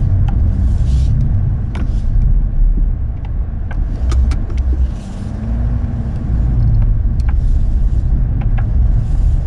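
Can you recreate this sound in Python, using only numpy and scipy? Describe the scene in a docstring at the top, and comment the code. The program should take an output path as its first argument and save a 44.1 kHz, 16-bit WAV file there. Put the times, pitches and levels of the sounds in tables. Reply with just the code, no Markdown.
"""A deep, shaking boom comes first, over a low engine growl, and soon a hard clack: a plow truck's cab.
The truck creeps over packed snow. Jolted resonances and gliding hums make the boom, shaped noise makes
the engine, and paired sine tones make one engine note. Sleeves and a glove are noise that swells and fades.
Switches, trim and the gear lever click and knock as ringing modes; small metal parts tinkle. The cab
adds short echoes, and a limiter and a dull microphone shape the whole sound."""
import sys
import numpy as np
from scipy import signal
from scipy.fft import rfft, irfft, next_fast_len
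from scipy.io import wavfile
from scipy.ndimage import uniform_filter1d, minimum_filter1d, map_coordinates

SR = 44100
rng = np.random.default_rng(int(sys.argv[2]) if len(sys.argv) > 2 else 0)


def bounce(signal):
    """Save signal as a 16-bit WAV file at the path given by the first command-line argument."""
    frames = np.transpose(np.atleast_2d(signal))
    limited = np.clip(frames, -1, 1)
    pcm = np.round(limited * 32767).astype(np.int16)
    wavfile.write(sys.argv[1], SR, pcm)


N = 417186  # length in samples


def amp(db):
    """Turn a level in dB into a plain gain."""
    return 10 ** (np.asarray(db) / 20)


def unit(x):
    """Scale x to an rms (average strength) of 1."""
    return x / np.sqrt(np.mean(x ** 2) + 1e-20)


def along(points, hz):
    """Read a curve of (pitch_hz, value) points, spacing pitch by ratio as the ear does."""
    point_hz, values = np.transpose(points)
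    return np.interp(np.log(hz + 1), np.log(point_hz + 1), values)


def curves(rows):
    """Draw each column after the time as a curve with one value per sample."""
    times, *columns = np.transpose(rows)
    return [np.interp(np.arange(N) / SR, times, column) for column in columns]


def wobble(rate):
    """A smooth random curve through `rate` random points a second."""
    points = rng.standard_normal(int(N * rate / SR) + 4)
    return map_coordinates(points, [np.arange(N) * rate / SR])


def filtered(x, response):
    """Shape x by a gain for each frequency, with spare room for the ringing."""
    m = next_fast_len(x.shape[-1] + 8192)
    spectrum = rfft(x, m) * response(np.fft.rfftfreq(m, 1 / SR))
    return irfft(spectrum, m)[..., :x.shape[-1]]


def modes(table):
    """Add up resonances, each a peak at its own pitch that rings after a push."""
    def response(f):
        total = 0
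        for k, (hz, width, db) in enumerate(table):
            peak = 1j * f * width / (hz * hz - f * f + 1j * f * width)
            total = total + (-1) ** k * amp(db) * peak  # neighbours take opposite signs
        return total
    return response


def rush(spectrum, patchy_db):
    """Noise of rms 1 whose loudness varies in random patches of time and pitch."""
    z = signal.stft(rng.standard_normal(N + 512), nperseg=512)[2]
    over_pitch = uniform_filter1d(rng.standard_normal(z.shape), size=5, axis=0)
    patches = uniform_filter1d(over_pitch, size=10, axis=1)
    x = signal.istft(z * amp(patchy_db * unit(patches)), nperseg=512)[1][:N]
    return unit(filtered(x, lambda hz: amp(along(spectrum, hz))))


def stroke(s, hold, db, swell, fade):
    """A gain that swells, holds and fades at steady rates in dB per second."""
    t = np.arange(N) / SR
    before = np.clip(s - t, 0, None)
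    after = np.clip(t - s - hold, 0, None)
    return amp(db - swell * before - fade * after)


# How long the cab's echo takes to fall by 60 dB: pitch_hz, fall_s
CAB_FALL = [(300, 0.056), (1500, 0.075), (5000, 0.06), (11000, 0.035)]


def cab(x):
    """Glass and seats return a short echo; its noise pattern is drawn anew each quarter second."""
    out, hop = np.zeros(N + SR), SR // 4
    for start in range(0, N, hop):
        hz, t, z = signal.stft(rng.standard_normal(SR // 6), SR, nperseg=128)
        decay = amp(-60 * t / along(CAB_FALL, hz)[:, None])
        tail = signal.istft(z * decay, SR, nperseg=128)[1]
        wet = signal.fftconvolve(x[start:start + hop], tail / np.linalg.norm(tail))
        out[start + 90:][:len(wet)] += wet  # the echo starts 90 samples late
    return out[:N]


# How hard the snow ruts shake the truck: start_s, chassis_db, cab_db, floor_pan_db
SHAKING = [(0.0, -12, -21, -19.5), (0.31, -22, -23.5, -25), (0.63, -21.5, -17.5, -26),
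           (1.08, -20.5, -20.5, -19), (1.37, -19, -21, -20), (1.79, -23, -23.5, -27),
           (2.03, -15.5, -22.5, -28), (2.29, -17.5, -18, -21.5), (2.63, -21, -26.5, -30),
           (3.5, -21.5, -23, -29.5), (3.74, -22.5, -27.5, -29.5), (4.66, -24.5, -21.5, -32),
           (5.03, -27, -36, -33.5), (5.51, -30, -25.5, -30), (6.08, -28.5, -23, -25.5),
           (6.66, -20.5, -24.5, -19.5), (7.01, -14, -25.5, -25), (7.43, -19, -17.5, -27),
           (7.85, -15.5, -22.5, -28.5), (8.219, -18, -22.5, -23.5), (9.04, -18.5, -24.5, -24),
           (9.46, -20, -21.5, -27)]
# Springs, body, cab air, doors, floor pan, tyres: pitch_hz, width_hz, level_db relative to the shaking
# Each pair of rows follows one shaking column, in order.
BODY_BOOMS = [(23.5, 10.6, -3.5), (38.66, 11.4, 0.5), (61.1, 15, 1), (80.7, 14.1, -5.5),
              (107.44, 19.7, 1.5), (139.4, 21.5, -5.5)]
RUT_DB, RUTS_PER_S = 2, 7  # size of each resonance's own swells, and random points a second


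def shell():
    """Random jolts keep each low resonance ringing, with its swells partly evened out."""
    out = np.zeros(N)
    for (hz, width, db), shake_db in zip(BODY_BOOMS, np.repeat(curves(SHAKING), 2, axis=0)):
        resonance = modes([(hz, 1.5 * width, 0)])
        # Passing the resonance twice narrows it again, back to about the listed width.
        ring = filtered(rng.standard_normal(N), lambda f: resonance(f) ** 2)
        swell = np.sqrt(np.abs(uniform_filter1d(unit(ring) ** 2, size=4000)))
        steadier = unit(ring / (swell + 0.5) ** 0.7)
        out += amp(db + shake_db + RUT_DB * wobble(RUTS_PER_S)) * steadier
    return out


# Spells when the engine holds a resonance on a hum:
# start_s, length_s, start_hz, end_hz, level_db (before the lift and wavering below)
ENGINE_HUMS = [(0, 0.27, 93, 91.4, -16.5), (0.301, 1.16, 60.24, 63, -18), (0.4, 0.45, 80.1, 83.5, -20),
               (.87, 0.62, 143.3, 140, -22), (.95, .4, 112, 104, -23), (1.38, 0.37, 103, 108, -19.5),
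               (2, .45, 56, 60, -21.5), (2, .4, 112, 118, -25), (4, .38, 110, 112, -27.5),
               (1.25, 0.5, 99.1, 101, -22), (1.9, 0.55, 37.2, 37.13, -14.5), (2.5, 0.44, 36.44, 37.4, -11),
               (2.5, 0.28, 29.3, 36.5, -13), (3.5, 1.06, 37.88, 39.46, -23.5), (4, 0.35, 60, 63.7, -11.5),
               (4.452, 0.45, 57, 56.6, -23), (4.502, 0.475, 64.34, 65.2, -19),
               (5.35, 0.47, 56.8, 56, -17.5), (6, 1.27, 57.25, 55.52, -16), (6.5, 0.5, 116.2, 103.4, -15.5),
               (1.17, 0.29, 224.5, 217, -30), (0.5, 0.17, 186, 187.5, -28.5), (6.5, 0.4, 37.4, 37.5, -19.5),
               (6.697, 0.42, 38.27, 36.24, -16), (7, 0.64, 61.1, 60.4, -23), (7, 1.01, 34.2, 33.68, -17.5),
               (5.02, 0.38, 226, 234, -39), (6.5, 1.16, 74.4, 74.9, -26), (7.601, 0.85, 57.3, 60, -19),
               (7.5, .6, 41, 40, -22), (8, .5, 135, 112, -25.5), (8.65, .5, 108, 104, -24),
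               (9.1, .36, 72, 74, -20), (8.679, 0.31, 61.8, 61.6, -13), (8.604, 0.8, 40.78, 41.2, -15.5)]


def hums():
    """Each hum is a sine that swells, glides in pitch and fades, with wavering loudness."""
    out = np.zeros(N + SR)
    for s, length, start_hz, end_hz, db in ENGINE_HUMS:
        u = np.arange(int(length * SR)) / (length * SR)  # runs from 0 to 1
        cycles = length * u * (start_hz + (end_hz - start_hz) * u / 2)
        tone = np.sin(2 * np.pi * (cycles + rng.random()))
        out[round(s * SR):][:len(u)] += amp(db + 3.5) * np.sin(np.pi * u) ** 0.58 * tone
    return out[:N] * amp(2.2 * wobble(9.3))


# Engine levels over time: start_s, drone_db, growl_db (the growl also gets lumps)
ENGINE_LEVELS = [(0.0, -41.5, -30.5), (1.0, -41.5, -30.5), (1.16, -41.5, -32), (2.85, -46, -36),
                 (3.77, -43, -35.5), (4.0, -39.5, -33.5), (4.77, -42, -34), (5.56, -38, -32.5),
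                 (5.85, -39, -33), (6.38, -40, -29), (6.74, -40.5, -29.5), (7.06, -45, -33.5),
                 (8.85, -41.5, -30.5), (9.46, -42.5, -35)]
# Colour of the exhaust growl: pitch_hz, level_db per Hz (relative)
GROWL_COLOUR = [(140, -34.5), (170, -3.5), (220, 1.5), (255, -5), (310, -8.5), (380, -16.5), (450, -31),
                (520, -72)]
# Colour of the engine drone through the firewall: pitch_hz, level_db per Hz (relative)
DRONE_COLOUR = [(330, -38), (420, -0.5), (530, -3.5), (640, -0.5), (790, -4), (900, -10), (1010, -12),
                (1110, -8), (1240, -15), (1600, -11.5), (1800, -16.5), (2300, -23.5), (3500, -33),
                (7000, -53), (12000, -74)]


def engine():
    """Low noise is the exhaust, lumpy from uneven firing; higher noise drones through the firewall."""
    drone_db, growl_db = curves(ENGINE_LEVELS)
    lumps_db = 1.1 * wobble(13)
    growl = amp(growl_db + lumps_db) * rush(GROWL_COLOUR, 0.81)
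    return growl + amp(drone_db) * rush(DRONE_COLOUR, 0.61)


# Path of the engine note, smoothed when played: start_s, pitch_hz
NOTE_PITCH = [(4.85, 177.1), (5.203, 198), (5.371, 209.3), (5.502, 226.8), (5.7, 238.9), (5.9, 236.9),
              (6.05, 228.2), (6.2, 211), (6.45, 203.8)]
# Loudness of the note: full_s, hold_s, level_db (before wavering), swell_db_per_s, fade_db_per_s
NOTE_SWELL = [(5.38, .72, -26, 25, 45)]
UNDERTONE_DB = -2.5  # average level of the half-pitch tone relative to the engine note


def engine_note():
    """An engine note and a tone at half its pitch rise and fall with a burst of throttle."""
    t = np.arange(N) / SR
    hz, = curves(NOTE_PITCH)
    inside = np.minimum(t - NOTE_PITCH[0][0], NOTE_PITCH[-1][0] - t)
    ends = np.clip(inside / 0.053, 0, 1)  # 53 ms ramps at both ends
    phase = 2 * np.pi * np.cumsum(uniform_filter1d(hz, size=4000)) / SR
    tone = amp(1.2 * wobble(8)) * np.sin(phase)
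    undertone = amp(UNDERTONE_DB + 2.4 * wobble(5)) * np.sin(phase / 2)
    return ends * stroke(*NOTE_SWELL[0]) * (tone + undertone)


# Narrow singing bands in the cloth's weave: full_s, hold_s, start_hz, end_hz, level_db (before the grain)
WEAVE_BANDS = [(.89, .08, 3000, 3550, -56), (0.93, .12, 3200, 3800, -46), (.895, .05, 3800, 4250, -47),
               (.94, 0.11, 5400, 5400, -50), (0.83, .17, 6900, 5000, -62)]
GRAIN_PER_S, WEAVE_FADE_DB_PER_S = 350, 398  # random points a second; rate of swell and fade


def weave():
    """The weave sings as narrow noise: smooth random loudness on a sine that climbs, holds or falls."""
    out, t = np.zeros(N), np.arange(N) / SR
    for s, hold, start_hz, end_hz, db in WEAVE_BANDS:
        near = slice(round((s - .15) * SR), round((s + hold + .15) * SR))
        hz = np.interp(t[near], [s, s + hold], [start_hz, end_hz])
        points = rng.standard_normal(len(hz) // 50)
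        grain = map_coordinates(points, [np.arange(len(hz)) * GRAIN_PER_S / SR])
        gain = stroke(s, hold, db, WEAVE_FADE_DB_PER_S, WEAVE_FADE_DB_PER_S)[near]
        out[near] += gain * grain * np.sin(2 * np.pi * np.cumsum(hz) / SR)
    return out


# Strokes of a sleeve: full_s, hold_s, rub_db, crisp_db (treble relative to the rub),
# swell_db_per_s, fade_db_per_s (rates of the rub; the treble moves faster)
SLEEVE_STROKES = [(0, 0.0081, -57, -6.5, 99, 100), (0.312, 0.081, -74.5, -11.5, 150, 38),
                  (0.527, 0.049, -70.5, -1.5, 52, 67), (0.726, 0.018, -54, 0.5, 60, 50),
                  (0.905, 0.16, -44.5, -4.5, 174, 298), (1.303, 0.092, -72, -9.5, 35, 81),
                  (1.607, .03, -72, -2, 86, 53.5), (1.963, 0.018, -49, -5, 102.5, 126),
                  (2.164, .02, -75, -12.5, 51, 72), (3.937, 0.017, -61, -4.5, 72, 59),
                  (4.065, 0.18, -59, -5.5, 92, 122), (4.52, .03, -73.5, 2.5, 78, 53),
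                  (4.712, 0.03, -69, -5, 76, 36.5), (5.024, 0.18, -50.5, -2, 56.5, 66),
                  (5.46, 0.027, -66, -3, 37, 28), (6.095, .05, -64, -3.5, 20, 27.5),
                  (6.43, 0.018, -66, -6, 25, 32.5), (7.458, 0.11, -58, -2.5, 61.5, 37.5),
                  (7.967, 0.027, -59, -2, 31.5, 96), (8.67, 0.028, -67, -6, 73.5, 40),
                  (9.078, 0.23, -55, -2, 55.5, 52)]
# A glove creaks on the rim: full_s, hold_s, level_db, swell_db_per_s, fade_db_per_s
GLOVE_CREAKS = [(4.852, 0.25, -57.5, 152, 82)]
# Colour of the cloth's rub: pitch_hz, level_db per Hz (relative)
RUB_COLOUR = [(1500, -33), (2300, -9), (2900, -4.5), (3600, -5.5), (4200, -6.5), (4700, -6), (5300, -6),
              (6100, -7), (6700, -15.5), (7500, -48.5)]
# Colour of its crisp treble: pitch_hz, level_db per Hz (relative)
CRISP_COLOUR = [(5500, -47.5), (6400, -9.5), (7200, -3.5), (7900, -10), (8500, -9.5), (9500, -7.5),
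                (10300, -14.5), (11200, -15.5), (15500, -31.5)]
# Colour of the glove's creak: pitch_hz, level_db per Hz (relative)
CREAK_COLOUR = [(2100, -44), (2500, -8), (2900, -3), (3300, -9), (3900, -41.5)]
REST_DB, REST_CRISP_DB = -75, -82.5  # the cloth's rub and treble at rest


def sleeves():
    """Stiff cloth slides on the wheel as noise; its fibres catch unevenly, so the loudness flutters."""
    rub, crisp = amp(REST_DB), amp(REST_CRISP_DB)
    for s, hold, db, crisp_db, swell, fade in SLEEVE_STROKES:
        rub = rub + stroke(s, hold, db, swell, fade)
        crisp = crisp + stroke(s, hold, db + crisp_db, 1.6 * swell, 1.28 * fade)
    creak = sum(stroke(*row) for row in GLOVE_CREAKS)
    catch_db = 1.2 * wobble(60) + 0.31 * wobble(300)
    cloth = rub * rush(RUB_COLOUR, 2.0) + crisp * rush(CRISP_COLOUR, 1.7)
    return amp(catch_db) * (cloth + creak * rush(CREAK_COLOUR, 1.5))


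# Tinkles of small metal parts, such as keys:
# start_s, level_db (before onset and buzz), pitch_hz, fall_s (time to fall 60 dB), share of the neighbour
METAL_TINKLES = [(.268, -49, 6200, 0.015, .3), (1.769, -56, 10100, 0.17, 0), (1.769, -46, 8850, .04, 0),
                 (1.772, -43, 5500, 0.06, .1), (3.232, -57, 5740, 0.033, .5),
                 (4.098, -38, 3120, 0.07, 0.18), (4.5, -49, 5500, 0.094, .1), (6.598, -51, 4280, 0.03, 1),
                 (6.626, -41.5, 4260, 0.027, .8), (6.675, -45, 4370, 0.03, .8),
                 (6.745, -42.5, 4250, 0.03, 0.72), (7.199, -25.5, 4300, 0.016, 0.05),
                 (7.199, -36, 5830, 0.012, .1), (7.265, -44, 4150, 0.015, .3)]


def tinkles():
    """Each metal part starts clean, then buzzes loosely on a mode and its near neighbours above."""
    out, t = np.zeros(N + SR), np.arange(SR // 4) / SR
    for s, db, hz, fall, share in METAL_TINKLES:
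        neighbours = np.sin(2 * np.pi * 1.2 * hz * t) + .3 * np.sin(2 * np.pi * 1.42 * hz * t)
        ring = np.sin(2 * np.pi * hz * t) + share * neighbours
        rough = uniform_filter1d(rng.standard_normal(len(t)), size=50)
        rough = unit(uniform_filter1d(rough, size=50))
        buzz = 1 + (1 - np.exp(-(t / .008) ** 2)) * rough
        onset = 1 - np.exp(-t / 0.00055)
        out[round(s * SR):][:len(t)] += amp(db - 60 * t / fall) * onset * ring * buzz
    return out[:N]


# Soft blows on the floor or lever:
# start_s, level_db (before the lift and onset below), pitch_hz, fall_s (time to fall 60 dB)
SOFT_BLOWS = [(1.765, -23, 345, 0.05), (1.787, -20.5, 330, 0.053), (1.81, -18.5, 212, 0.17),
              (2.269, -28, 215, 0.12), (2.772, -14.5, 192, 0.06), (2.775, -18.5, 282, 0.092),
              (3.78, -18.5, 215, 0.051), (4.1145, -19.5, 1240, 0.05), (4.3118, -23, 1200, 0.035),
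              (4.321, -27.5, 1350, 0.055), (8.599, -36, 1400, 0.07), (4.121, -13.5, 337, 0.042),
              (4.32, -18, 287, 0.068), (4.491, -25, 347, 0.12), (4.727, -18, 307, 0.085),
              (6.209, -18, 241, 0.055)]


def thuds():
    """A soft blow rings a mode that dies fast, with a weaker neighbour above."""
    out, t = np.zeros(N + SR), np.arange(SR // 4) / SR
    for s, db, hz, fall in SOFT_BLOWS:
        ring = np.sin(2 * np.pi * hz * t) + 0.38 * np.sin(2 * np.pi * 1.2 * hz * t)
        onset = 1 - np.exp(-t / 0.0027)
        out[round(s * SR):][:len(t)] += amp(db + 3.5 - 60 * t / fall) * onset * ring
    return out[:N]


def chatter(shape):
    """Spiky noise: many small bumps and a few hard ones."""
    x = rng.standard_normal(shape)
    return x * np.abs(x)


# Clicks and clacks of switches, trim and lever: start_s, knock_db, rap_db, snap_db, tick_db, sizzle_db,
# contact_ms (levels are before the small lift and the boost for long contacts)
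CLICKS = [(0.2823, -37, -32, -26, -34, -40, 1.2), (0.2841, -22.5, -28.5, -44, -43, -50, 3.4),
          (0.4025, -49, -50, -54, -48, -56, 0.74), (0.78, -45, -51, -54, -38, -47, 1.3),
          (1.208, -50, -55, -41, -35.5, -41.5, 2.5), (1.344, -50, -53, -47, -49, -57.5, 2.1),
          (1.7512, -40, -32, -21.5, -30, -35, 1.3), (1.7535, -23, -40, -42, -48, -56, 2.5),
          (1.7684, -40, -28, -39, -38, -44, 3.5), (1.7945, -32, -30, -31, -53, -61, 3.2),
          (1.805, -36, -39, -43, -52, -58, 2.1), (1.813, -39, -36, -42, -42, -50, 1.2),
          (2.218, -47, -55, -43, -41, -49, 1.7), (2.418, -41, -48, -55, -62, -70, 2.2),
          (2.563, -48, -48, -49, -52, -60, 1.6), (2.831, -48, -52, -48, -56.5, -68, 1.8),
          (3.167, -53, -59, -47, -58, -73, 5.5), (3.247, -27, -47, -30, -44, -55, 1.4),
          (3.707, -27.5, -26, -30.5, -58, -64, 5.8), (3.7267, -33, -47, -42, -41, -47, 0.86),
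          (3.7444, -37, -43, -47, -48, -53.5, 2.9), (3.9562, -46, -53, -45, -41, -50, 1.9),
          (4.0955, -40, -35, -33, -37, -46, 1.1), (4.1156, -34, -31, -27, -24, -28, 5.6),
          (4.123, -42, -33, -35, -29, -32, 6), (4.313, -33, -32, -27, -26.5, -30, 5.4),
          (4.321, -42, -35, -34, -34, -35, 5.8), (4.499, -42, -33, -42, -44, -48, 2.5),
          (4.575, -45, -41, -27.5, -42, -50, 1.5), (4.581, -43, -42, -32, -31.5, -37.5, 2.2),
          (5.434, -42, -46, -41, -60, -70, 1.4), (5.672, -36, -44, -52, -62, -70, 1.8),
          (5.843, -52, -44, -44, -49, -57, 1.8), (6.1584, -43, -43, -43, -40, -44, 1.8),
          (6.695, -51, -56, -60, -49, -54, 2.1), (6.800, -38, -42, -50, -60, -68, 1.8),
          (6.8186, -30.5, -32, -34, -48, -57, 4.5), (7.1989, -49, -52, -40, -30, -31, 0.9),
          (7.2015, -52, -50, -35, -42, -42, 1.5), (7.282, -34, -30, -33, -53, -60, 3.5),
          (7.286, -27, -26.5, -33, -56, -62, 3.5), (7.304, -42, -37, -43, -56, -64, 3.2),
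          (8.41, -32, -34, -31.5, -52, -62, 3.4), (8.414, -29, -34, -36, -52, -60, 3.1),
          (8.429, -50, -43, -48, -61, -67, 4.2), (8.576, -32, -32, -29, -52.5, -60, 3.2),
          (8.581, -24.5, -22.5, -29.5, -53, -62, 3.2), (8.599, -53, -38, -48, -65, -70, 5.2),
          (8.613, -53, -45, -58, -54, -57, 5.7), (9.1502, -35, -44, -60, -56, -68, 1.3)]
# What the trim rings with, from low to high; each table lists pitch_hz, width_hz, level_db (relative)
KNOCK_MODES = [(500, 100, -3.5), (785, 78, 6), (950, 180, -5.5)]
RAP_MODES = [(1075, 120, -6.5), (1284, 110, -2), (1350, 120, 1), (1650, 250, -4.5)]
SNAP_MODES = [(1967, 240, -5.5), (2334, 230, 1.5), (2730, 260, -0.5), (3180, 510, -5)]
TICK_MODES = [(3580, 470, -3), (4400, 900, 0), (5150, 800, 3), (6100, 700, 1.5)]
SIZZLE_MODES = [(6930, 530, -4.5), (8410, 800, -2.5), (9100, 1300, -3), (9720, 600, -0.5),
                (12900, 4800, -10)]
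LEAD, LONG_DB_PER_MS = .15, 0.47  # share of the contact placed before its start; boost with length
DULL_CYCLES = 9  # sets how far a long contact dulls fast ringing
BLOW, BLOW_S = 1.5, .0007  # strength of the first blow before softening; its time to peak, s
SOFTENS = 0.55  # dB the blow loses per dB that the tick lies under the snap


def contacts():
    """Each contact presses, chatters and lets go, ringing five groups of trim modes."""
    out, t = np.zeros(N + SR), np.arange(SR // 10) / SR
    groups = (KNOCK_MODES, RAP_MODES, SNAP_MODES, TICK_MODES, SIZZLE_MODES)
    for s, *levels_db, ms in CLICKS:
        contact = max(ms, .3) * 1e-3  # seconds
        blow = BLOW * amp(SOFTENS * min(levels_db[3] - levels_db[2], 0))
        press = (t / contact * np.exp(1 - t / contact)) ** 1.8 / 3
        first_blow = blow * t / BLOW_S * np.exp(-t / BLOW_S)
        pushes = (press + first_blow) * chatter((len(levels_db), len(t)))
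        start = round((s - LEAD * contact) * SR)
        for push, group, db in zip(pushes, groups, levels_db):
            low_hz, top_hz = 0.61 * group[0][0], 1.16 * group[-1][0]

            def response(f):
                """Keep the group's own pitch range and dull it by the contact's length."""
                band = (1j * f / (low_hz + 1j * f) * top_hz / (top_hz + 1j * f)) ** 4
                return modes(group)(f) * band / (1 + 1j * f * contact / DULL_CYCLES) ** 2

            ring = filtered(push, response)
            gain = amp(db + LONG_DB_PER_MS * ms + 0.6)
            out[start:][:len(t)] += gain * ring / np.abs(ring).max()
    return out[:N]


def scene():
    """Everything heard at the windscreen; only the clicks and tinkles get the cab's echo."""
    truck = shell() + hums() + engine()
    near = contacts() + tinkles()
    echo = amp(-10.5) * cab(near)
    return (truck + engine_note() + weave() + sleeves() + thuds() + near + echo)[None]


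# How the microphone dulls the treble: pitch_hz, level_db
MIC_TREBLE = [(10300, 0), (11200, -8.5), (15700, -11)]
TOP_HZ = 15700  # above this pitch the sound is cut steeply


def record(dry):
    """A limiter turns down the loudest peaks; the microphone dulls the treble and cuts the very top."""
    need = np.minimum(1, 0.54 / (np.abs(dry) + 1e-9)) ** 0.75
    gain = minimum_filter1d(need, size=600)
    gain = uniform_filter1d(uniform_filter1d(gain, size=300), size=300)
    # Mirrored ends keep the filter from clicking at the edges.
    longer = np.pad(dry * gain, ((0, 0), (2048, 2048)), "reflect", reflect_type="odd")
    heard = filtered(longer, lambda hz: amp(along(MIC_TREBLE, hz)) / (1 + (hz / TOP_HZ) ** 60))
    return heard[:, 2048:-2048]


dry = scene()
out = record(dry)
bounce(out)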